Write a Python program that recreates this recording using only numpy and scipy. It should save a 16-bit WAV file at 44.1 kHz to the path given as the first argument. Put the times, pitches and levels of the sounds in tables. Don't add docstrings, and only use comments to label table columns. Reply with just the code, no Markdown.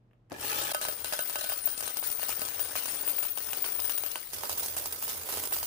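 import sys
import numpy as np
from scipy import signal
from scipy.fft import rfft, irfft, next_fast_len
from scipy.io import wavfile
from scipy.ndimage import uniform_filter1d, map_coordinates

SR = 44100
rng = np.random.default_rng(int(sys.argv[2]) if len(sys.argv) > 2 else 0)


def materialize(psi):
    bounded = np.clip(np.atleast_2d(psi).T, -1, 1)
    quanta = np.round(bounded * 32767).astype(np.int16)
    wavfile.write(sys.argv[1], SR, quanta)


N = 249606

PLACE_CUTS = [0.727, 4.31]

# time in seconds, rattle level in dB.
CHURN_LEVEL = [(0.31, -77), (0.42, -45), (0.52, -39), (0.71, -43), (0.78, -55.5), (1.4, -46.5), (1.75, -53),
               (2.1, -53), (2.7, -47.5), (2.95, -47), (3.35, -54), (3.47, -47), (3.6, -50.5), (4.15, -52.5),
               (4.3, -54.5), (4.36, -50), (5.1, -48.5), (5.25, -48), (5.66, -50)]
# frequency in Hz, relative level in dB per Hz.
RATTLE_COLOURS = [
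    [(710, -45), (1200, -1), (1730, -8), (2190, -6.5), (2680, -3), (7330, -7), (9270, -7.5), (12200, -6),
     (15500, -16)],
    [(710, -74), (1200, -9), (2190, -11.5), (4000, -10), (5300, -9.5), (7810, -13), (9270, -3),
     (10200, -9.5), (13600, -12), (15500, -7)],
    [(710, -55), (1200, -11.5), (1860, -14.5), (4340, -10.5), (4830, -8), (7650, -10.5), (9270, -7),
     (14200, -5.5), (15500, -9)],
]
# frequency in Hz, left minus right in dB.
PLACE_BALANCE = [
    [(300, 4.5), (2500, 1.5), (6000, 9.5), (8000, 3), (12000, 0), (15000, -5)],
    [(200, -1.5), (700, -7), (2800, 0.5), (4200, 9), (7000, 8.5), (8200, 8), (11000, 8), (14000, 17.5)],
    [(200, 1.5), (900, -3.5), (1800, -1.5), (6500, 3), (8200, -3.5), (14000, -5.5)],
]
# time in seconds, level in dB.
GRIND_LEVEL = [(0.31, -58), (0.5, -52), (1.8, -56), (3.1, -50), (3.3, -58), (3.6, -50.5), (4.3, -60.5),
               (4.45, -50), (5.05, -54), (5.4, -46.5), (5.66, -56)]
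# frequency in Hz, relative level in dB per Hz.
HOUSING_COLOUR = [(70, -41), (170, -9.5), (260, -1.5), (345, 0), (450, 5), (620, 0.5), (900, 4), (1300, -5),
                  (2000, -5.5), (4000, -10)]
STIR_RISE_S, STIR_FALL_DB_PER_S = 0.004, 139

# frequency in Hz, spread between coins as a share, t60 in seconds.
UPPER_MODE = (15320, 0.0087, 0.091)
LOWER_MODE = (9290, 0.0149, 0.09)
# time in seconds, upper mode level in dB.
SHIMMER_LEVEL = [(0.31, -120.0), (0.41, -46), (0.5, -37.5), (0.78, -47.5), (1.4, -43.5), (1.9, -44.5),
                 (2.15, -38), (2.72, -45.5), (2.85, -40.5), (3.5, -41), (3.9, -36.5), (4.3, -50.5),
                 (4.7, -42.5), (5.25, -49), (5.4, -44), (5.66, -42)]
# start in seconds, upper mode level in dB before its envelope.
FREE_RINGS = [(0.88, -35), (1.205, -35), (1.272, -36), (1.49, -29.5), (1.655, -27.5), (1.972, -35),
              (2.057, -32.5), (2.408, -37), (2.6, -32), (2.757, -38), (3.076, -29.5), (3.184, -31),
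              (3.25, -33), (3.621, -34), (3.754, -36), (3.803, -37), (3.853, -34), (3.975, -32),
              (4.061, -34), (4.577, -33), (5.024, -33), (5.524, -33)]
RING_RISE_S, RING_FALL_DB_PER_S = 0.0014, 216
LOWER_MODE_LEVEL = [-8, -11.5, -10]
# left minus right in dB for the upper, then the lower mode.
RING_BALANCE = [(14, 8.5), (29, 26), (-1, 0.54)]
# time in seconds, central pitch in Hz, level in dB.
SLIDING_SONG = [(0.72, 9530, -69), (1.0, 9260, -44), (1.5, 9620, -50), (1.65, 9320, -42.5),
                (1.98, 9320, -51), (2.09, 9580, -45), (2.5, 9170, -56), (2.76, 9470, -45), (3.2, 9260, -50),
                (4.0, 9070, -49), (4.33, 9540, -67)]

# start in seconds, knock level in dB,
# bright clink level in dB, level of the rattle stirred up in dB.
COIN_HITS = [(0.412, -47, -38, -56), (0.615, -30.5, -40, -48), (0.717, -29, -32, -43),
             (0.7468, -23.5, -29.5, -64), (0.814, -30, -32, -38.5), (0.851, -29, -33, -54),
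             (0.885, -27.5, -33.5, -46), (1.045, -31.5, -31.5, -43.5), (1.1246, -26.5, -34.5, -40.5),
             (1.136, -27.5, -31, -60), (1.191, -25, -32, -49), (1.297, -34, -34.5, -57),
             (1.357, -24.5, -34.5, -61), (1.387, -37, -37, -43.5), (1.414, -36.5, -36, -51),
             (1.4419, -32, -32, -49), (1.497, -30, -36, -46.5), (1.52, -29, -41, -65),
             (1.674, -29.5, -34.5, -45.5), (1.777, -45, -34, -47), (1.807, -34.5, -31, -53),
             (1.826, -32, -39, -40.5), (1.877, -30.5, -34, -44.5), (1.9699, -32.5, -31, -49.5),
             (2.027, -33, -48, -40.5), (2.101, -41.5, -34.5, -46), (2.1947, -34.5, -41, -44),
             (2.231, -28, -35, -43), (2.284, -36.5, -33, -46), (2.293, -29.5, -32, -43),
             (2.394, -36.5, -35, -46), (2.4175, -28.5, -33, -62), (2.452, -40, -31.5, -45.5),
             (2.486, -34.5, -36, -58), (2.5945, -28, -35, -50), (2.649, -40, -38, -60),
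             (2.755, -25, -42, -39), (2.857, -31, -32.5, -65), (2.882, -37, -43, -41.5),
             (3.077, -30.5, -47, -43.5), (3.132, -39.5, -41, -53), (3.1839, -32, -45, -45.5),
             (3.228, -30.5, -41, -44), (3.25, -35, -43, -51), (3.3746, -28.5, -38, -53),
             (3.384, -38, -33.5, -59), (3.532, -25, -34, -44), (3.643, -26.5, -51, -41.5),
             (3.794, -31, -49, -52), (3.801, -38, -32.5, -58), (3.844, -40, -38, -44),
             (3.896, -27, -34, -44), (3.978, -32, -35.5, -54), (4.036, -31.5, -35.5, -49),
             (4.063, -34.5, -37, -48.5), (4.116, -57, -37, -70), (4.1569, -25.5, -35, -47),
             (4.333, -35.5, -36, -42.5), (4.435, -27.5, -37, -42.5), (4.495, -28, -30, -41.5),
             (4.576, -39, -34, -43), (4.626, -38, -43, -40.5), (4.66, -38, -33.5, -53),
             (4.7666, -29.5, -33.5, -44), (4.778, -47, -36, -44.5), (4.858, -32.5, -33.5, -55),
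             (4.925, -35, -31.5, -65), (5.025, -34.5, -34.5, -44), (5.079, -35, -39, -39.5),
             (5.2894, -30, -36.5, -41.5), (5.324, -45, -33, -40.5), (5.3722, -30, -36, -44),
             (5.437, -32.5, -33.5, -44), (5.524, -29.5, -41, -39.5), (5.5652, -32, -35, -46),
             (5.629, -30, -33, -46)]
# frequency in Hz, relative level in dB per Hz.
KNOCK_COLOUR = [(100, -55), (350, -0.5), (600, 4.5), (950, 8.5), (1700, -7.5), (3000, -1), (4500, -22.5),
                (14000, -5)]
# frequency in Hz, relative level in dB per Hz.
CLINK_COLOUR = [(500, 1), (2000, -31), (4500, 1.5), (7500, 2.5), (10000, 7), (13000, 5.5), (15500, -2)]
# time in seconds,
# thud near 600 Hz, around the chute's lowest mode, in dB, hard crack near 3 kHz in dB.
THUD_AND_CRACK = [(0.7, 16.5, 1), (1.6, 10, 1), (2.7, 2, 4.5), (4.2, -3, 9), (4.4, 6, -5.5),
                  (5.66, 0.5, -0.5)]
# frequency in Hz, level in dB, t60 in seconds, left minus right in dB.
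CHUTE_MODES = [(593, 1, 0.15, -9), (1278, 4.5, 0.31, 4.5), (2760, 1, 0.11, -9), (3830, -1.5, 0.16, 5),
               (4710, -4, 0.11, 3)]
# frequency in Hz, level in dB, t60 in seconds, left minus right in dB.
FUNNEL_MODES = [(1507, 4.5, 0.14, -22), (1670, 1.5, 0.056, -23), (3120, -2.5, 0.2, -23)]
# time in seconds, level in dB.
FUNNEL_HOLLOWNESS = [(0.72, -1), (0.74, 2.5), (1.5, 4), (2.3, -2), (4.33, -5.5)]

# frequency in Hz, width in Hz, level in dB.
HOPPER_RESONANCES = [(337, 110, -4.5), (840, 44, 2.5), (1705, 43, 4), (2390, 71, -5.5)]
# time in seconds, central pitch in Hz.
GROWL_PITCH = [(0.335, 245), (0.37, 335), (0.46, 415), (0.7, 600)]
# time in seconds, level in dB, treble relative to it in dB.
BUTTON_CONTACTS = [(0.11, -61, -30), (0.132, -59, -26), (0.298, -51.5, 2), (0.318, -27, -27),
                   (0.326, -33.5, -5)]
# frequency in Hz, relative level in dB per Hz.
CLUNK_COLOUR = [(50, -29), (250, 3.5), (600, 7.5), (1000, -5), (1800, -14), (3200, -20), (5000, -15),
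                (12000, -36)]
# frequency in Hz, relative level in dB per Hz.
KEYCAP_COLOUR = [(300, 8), (1200, 7), (3100, 2), (4500, -27), (14000, -17)]

# time in seconds, level in dB.
RUMBLE_LEVEL = [(0.31, -60), (0.7, -64), (1.7, -70), (2.6, -62.5), (3.3, -68), (4.05, -63.5), (4.25, -96),
                (4.36, -59.5), (5.66, -61.5)]
# frequency in Hz, relative level in dB per Hz.
RUMBLE_COLOUR = [(20, -27), (56, -7), (68, -2), (80, 20.5), (97, 7), (120, -30), (300, -1), (800, -46)]
HUM_LEVEL = [-66, -82, -71.5]
# frequency in Hz, relative level in dB per Hz.
ROOM_COLOUR = [(15, -40), (44, 9), (75, -17), (101, 5.5), (130, -1), (202, -3), (543, -12.5), (15000, -53)]
# frequency in Hz, left-right likeness from 0 to 1.
STEREO_LIKENESS = [(60, 0.97), (300, 0.83), (650, 0.46), (1300, 0.014), (15000, 0.032)]

HUM_HZ = 120
ROLLOFF_START_HZ = 15500


def rattle(grind_db=2.5, follow=0.52):
    level_db = agitation()
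    bright = grain(per_second=260, t60=0.022, wash=0.8)
    sparse = grain(per_second=150, t60=0.022, wash=0.11)
    dull = np.sqrt((bright ** 2 + sparse ** 2) / 2)
    surge_db = np.minimum(level_db - uniform_filter1d(level_db, size=13000), 6)
    grind = amp(curves(GRIND_LEVEL)[0] + grind_db + follow * surge_db)
    where = place(np.arange(N) / SR)
    out = np.zeros((2, N))
    place_gains_db = [-1, -1.8, -2]
    for k, (colour, sides, gain_db) in enumerate(zip(RATTLE_COLOURS, PLACE_BALANCE, place_gains_db)):
        coins = patches(noise(colour, sides), depth_db=3.4)
        coins /= band(coins.mean(0), 3500, 8500).std()
        coin_rattle = coins * bright * amp(level_db + gain_db)
        grinding = dull * grind * noise(HOUSING_COLOUR, sides)
        out += (where == k) * (coin_rattle + grinding)
    return out * running()


def agitation():
    stirs = [(s, stir_db) for s, _, _, stir_db in COIN_HITS]
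    return swells(CHURN_LEVEL, stirs, STIR_RISE_S, STIR_FALL_DB_PER_S)


def grain(per_second, t60, wash):
    t = np.arange(SR // 10) / SR
    impacts = contacts(per_second, scatter_db=-1.5) ** 2
    power = np.abs(signal.fftconvolve(impacts, amp(-60 * t / t60) ** 2)[:N])
    power /= np.abs(uniform_filter1d(power, size=4400)) + 1e-9
    return np.sqrt((wash + power) / (1 + wash))


def contacts(per_second, scatter_db):
    return (rng.random(N) < per_second / SR) * amp(scatter_db * np.clip(rng.standard_normal(N), -2, 2))


def patches(x, depth_db):
    z = signal.stft(x, nperseg=512)[2]
    field = uniform_filter1d(rng.standard_normal(z.shape[1:]), size=3, axis=0)
    field = uniform_filter1d(field, size=5, axis=1)
    return signal.istft(z * amp(depth_db * field / field.std()), nperseg=512)[1][:, :N]


def ringing(upper_db=1.5, flutter_db=1.5):
    upper = swells(SHIMMER_LEVEL, FREE_RINGS, RING_RISE_S, RING_FALL_DB_PER_S)
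    upper += flutter_db * wobble(per_second=40)
    lower = upper + np.array(LOWER_MODE_LEVEL)[place(np.arange(N) / SR)]
    upper_sides, lower_sides = np.transpose(RING_BALANCE)
    upper_ring = coin_mode(UPPER_MODE, upper + upper_db, upper_sides)
    return upper_ring + coin_mode(LOWER_MODE, lower, lower_sides)


def coin_mode(mode, level_db, sides_db):
    hz, spread, t60 = mode
    t = np.arange(SR // 8) / SR
    x = np.zeros((2, N))
    fade = amp(-60 * t / t60) * (1 - np.exp(-t / 0.0011))
    for when, detune, size, left, right in rng.random(size=(1500, 5)):
        pitch = hz * (1 + spread * 0.55 * np.log((detune + 1e-3) / (1.001 - detune)))
        ring = np.sin(np.float32(2 * np.pi * (pitch * t + np.array([[left], [right]]))))
        add(x, when * N / SR, ring * (amp(-20 * size) * fade))
    x /= np.sqrt(np.abs(uniform_filter1d(np.mean(x ** 2, axis=0) / 2, size=2600)) + 1e-6)
    return x * amp(level_db) * pan(np.array(sides_db)[place(np.arange(N) / SR)]) * running()


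def whine(wander_hz=45, waver_db=5.5):
    hz, level_db = curves(SLIDING_SONG)
    out = np.zeros((2, N))
    for offset_hz, db in [(0, 0), (70, -7), (-130, -8)]:
        phase = 2 * np.pi * np.cumsum(hz + offset_hz + wander_hz * wobble(per_second=49)) / SR
        tumble = np.array([wobble(per_second=20), wobble(per_second=20)])
        out += amp(db + waver_db * wobble(per_second=30)) * np.sin(phase + tumble)
    near_funnel = place(np.arange(N) / SR) == 1
    return out * amp(level_db) * pan(RING_BALANCE[1][1]) * near_funnel


def hits(knock_db=-4.5, clink_db=0.85, steel_db=0, treble_scatter_db=2):
    out = np.zeros((2, N))
    guide_hz = np.linspace(2500, 13500, num=36) + rng.uniform(-150, 150, size=36)
    thud_db, crack_db = curves(THUD_AND_CRACK)
    for s, db, bright_db, _ in COIN_HITS:
        now, sides = round(s * SR), PLACE_BALANCE[place(s)]
        plastic = []
        for hz, level in KNOCK_COLOUR:
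            shift_db = thud_db[now] * (500 < hz < 750) + crack_db[now] * (2500 < hz < 3500)
            plastic.append((hz, level + shift_db + 1.5 * rng.standard_normal()))
        metal = [(hz, level + treble_scatter_db * rng.standard_normal()) for hz, level in CLINK_COLOUR]
        knock = blow(plastic, sides, t60=0.012, scatter_db=-19, tail_db=-35, tail_t60=0.09)
        add(out, s, amp(db + knock_db) * knock)
        clink = blow(metal, sides, t60=0.02, scatter_db=-6, tail_db=-20, tail_t60=0.07)
        add(out, s, amp(bright_db + clink_db) * clink)
        steel = clack(guide_hz, t60=0.036) * pan(along(sides, guide_hz).mean())
        add(out, s, amp(bright_db + steel_db) * steel)
    return out


def blow(spectrum, sides, t60, scatter_db, tail_db, tail_t60):
    t = np.arange(8192) / SR
    hz = np.fft.rfftfreq(len(t), 1 / SR)
    decay = amp(scatter_db - 60 * t / t60) + amp(tail_db - 60 * t / tail_t60)
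    push = rng.standard_normal((2, len(t))) * decay
    push[:, 0] += 1
    slap = rng.integers(20, 90) + rng.integers(0, 12, size=2)
    push[[0, 1], slap] += rng.uniform(0.2, 0.5)
    cepstrum = irfft(np.log(amp(along(spectrum, hz)) * pan(along(sides, hz))))
    cepstrum[:, 1:] *= 2 * (t[1:] < t[-1] / 2)
    x = irfft(rfft(push) * np.exp(rfft(cepstrum)))
    return x / np.sqrt(np.mean(x[:, :180] ** 2))


def clack(guide_hz, t60):
    t = np.arange(SR // 12) / SR
    size = amp(6 * rng.standard_normal((len(guide_hz), 1)))
    phase = 2 * np.pi * (guide_hz[:, None] * t + rng.random((2, len(guide_hz), 1)))
    return np.sum(size * np.sin(phase), axis=1) / np.linalg.norm(size) * amp(-60 * t / t60)


def chute(damping=0.38, chute_db=-3):
    chute_gain = amp(chute_db + damping * curves(THUD_AND_CRACK)[0])
    funnel_gain = amp(curves(FUNNEL_HOLLOWNESS)[0])
    return ring_under_coins(CHUTE_MODES) * chute_gain + ring_under_coins(FUNNEL_MODES) * funnel_gain


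def ring_under_coins(modes, knock_db=-18, slide_db=-16, lag=0.000435):
    t = np.arange(SR // 4) / SR
    out = np.zeros((2, N))
    sliding = contacts(per_second=200, scatter_db=3) * amp(agitation() + slide_db) * running()
    for hz, db, t60, side_db in modes:
        drive = sliding / (1 + (hz / 2000) ** 2)
        for s, hit_db, _, _ in COIN_HITS:
            add(drive, s, amp(hit_db + knock_db + rng.uniform(-3, 3, 1)))
        ring = np.sin(2 * np.pi * hz * (t - np.array([[0], [lag]])))
        ring = ring * amp(db - 60 * t / t60) * pan(side_db)
        out += signal.oaconvolve(drive[None], ring, axes=1)[:, :N]
    return out


def spin_up(scrape_db=-2, growl_db=-5.0, strain_db=-18):
    level_db, = curves([(0.32, -40.5), (0.36, -50), (0.48, -44.5), (0.7, -43.5), (0.75, -91)])
    scrape = noise([(100, 0), (3000, 0)]) * grain(per_second=100, t60=0.022, wash=0.065)
    scrape = unit(filtered(scrape, hopper_response))
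    pitch = curves(GROWL_PITCH)[0] * (1 + 0.03 * wobble(per_second=60))
    growl = np.sin(2 * np.pi * np.cumsum(pitch) / SR) * grain(per_second=100, t60=0.03, wash=0.1)
    strain = np.sin(2 * np.pi * HUM_HZ * np.arange(N) / SR)
    mix = amp(scrape_db) * scrape + amp(growl_db) * growl + amp(strain_db) * strain
    return mix * amp(level_db) * running()


def hopper_response(f):
    return sum(amp(db) * 1j * f * width / (hz * hz - f * f + 1j * f * width)
               for hz, width, db in HOPPER_RESONANCES)


def button(clunk_db=-7, click_db=-9):
    out = np.zeros((2, N))
    sides = PLACE_BALANCE[0]
    for s, db, treble_db in BUTTON_CONTACTS:
        colour = CLUNK_COLOUR if s > 0.31 else KEYCAP_COLOUR
        body = blow(colour, sides, t60=0.028, scatter_db=-20, tail_db=-29, tail_t60=0.25)
        add(out, s + 0.00107, amp(db + clunk_db) * body)
        click = blow(CLINK_COLOUR, sides, t60=0.017, scatter_db=-11, tail_db=-30, tail_t60=0.053)
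        add(out, s + 0.001, amp(db + treble_db + click_db) * click)
    return out


def motor(waver_db=3):
    t = np.arange(N) / SR
    hum_gain = uniform_filter1d(amp(HUM_LEVEL)[place(t)], size=900)
    hum = np.sqrt(2) * hum_gain * np.sin(2 * np.pi * HUM_HZ * t)
    rumble = amp(curves(RUMBLE_LEVEL)[0] + waver_db * wobble(per_second=18)) * noise(RUMBLE_COLOUR)
    return hum + amp(-66.5) * noise(ROOM_COLOUR) + rumble * running()


def running():
    return curves([(0.3, 0), (0.335, 1)])[0]


def place(s):
    return np.searchsorted(PLACE_CUTS, s)


def swells(steady, events, rise_s, fall_db_per_s):
    t = np.arange(SR // 2) / SR
    power = amp(curves(steady)[0]) ** 2
    shape = (1 - np.exp(-t / rise_s)) * amp(-fall_db_per_s * t)
    for s, db in events:
        add(power, s, (amp(db) * shape) ** 2)
    return 10 * np.log10(power)


def wobble(per_second):
    knots = rng.standard_normal(size=1024)
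    return map_coordinates(knots, [np.arange(N) * per_second / SR], mode="wrap")


def noise(spectrum, sides=((1, 0),), size=N):
    def mid_side_gains(hz):
        turn = np.arccos(np.clip(along(STEREO_LIKENESS, hz), -1, 1)) / 2
        return amp(along(spectrum, hz)) * [np.cos(turn), np.sin(turn)]
    mid, side = filtered(rng.standard_normal((2, size)), mid_side_gains)
    stereo = np.array([mid + side, mid - side])
    return unit(filtered(stereo, lambda hz: pan(along(sides, hz))))


def filtered(x, response):
    m = next_fast_len(x.shape[-1] + 8192)
    return irfft(rfft(x, m) * response(np.fft.rfftfreq(m, 1 / SR)), m)[..., :x.shape[-1]]


def band(x, lo, hi):
    return filtered(x, lambda hz: (hz >= lo) & (hz < hi))


def pan(db):
    gains = np.array([amp(np.atleast_1d(db) / 2), amp(-np.atleast_1d(db) / 2)])
    return gains / np.sqrt(np.mean(gains ** 2, axis=0))


def add(track, s, sound):
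    room_left = track[..., max(round(s * SR), 0):][..., :sound.shape[-1]]
    room_left += sound[..., :room_left.shape[-1]]


def curves(rows):
    s, *cols = np.transpose(rows)
    return [np.interp(np.arange(N) / SR, s, c) for c in cols]


def along(points, hz):
    f, v = np.transpose(points)
    return np.interp(np.log(hz + 1), np.log(f + 1), v)


def unit(x):
    return x / np.sqrt(np.mean(x.mean(0) ** 2) + 1e-20)


def amp(db):
    return 10 ** (np.asarray(db) / 20)


def scene():
    dip_db, = curves([(0.724, 0), (0.727, -16), (0.733, -16), (0.736, 0)])
    coins = rattle() + spin_up() + ringing() + whine() + hits() + chute()
    return (coins + button() + motor()) * amp(dip_db)


def record(dry):
    return filtered(dry, lambda hz: amp(-np.clip((hz - ROLLOFF_START_HZ) / 12, 0, 100)))


dry = scene()
out = record(dry)
materialize(out)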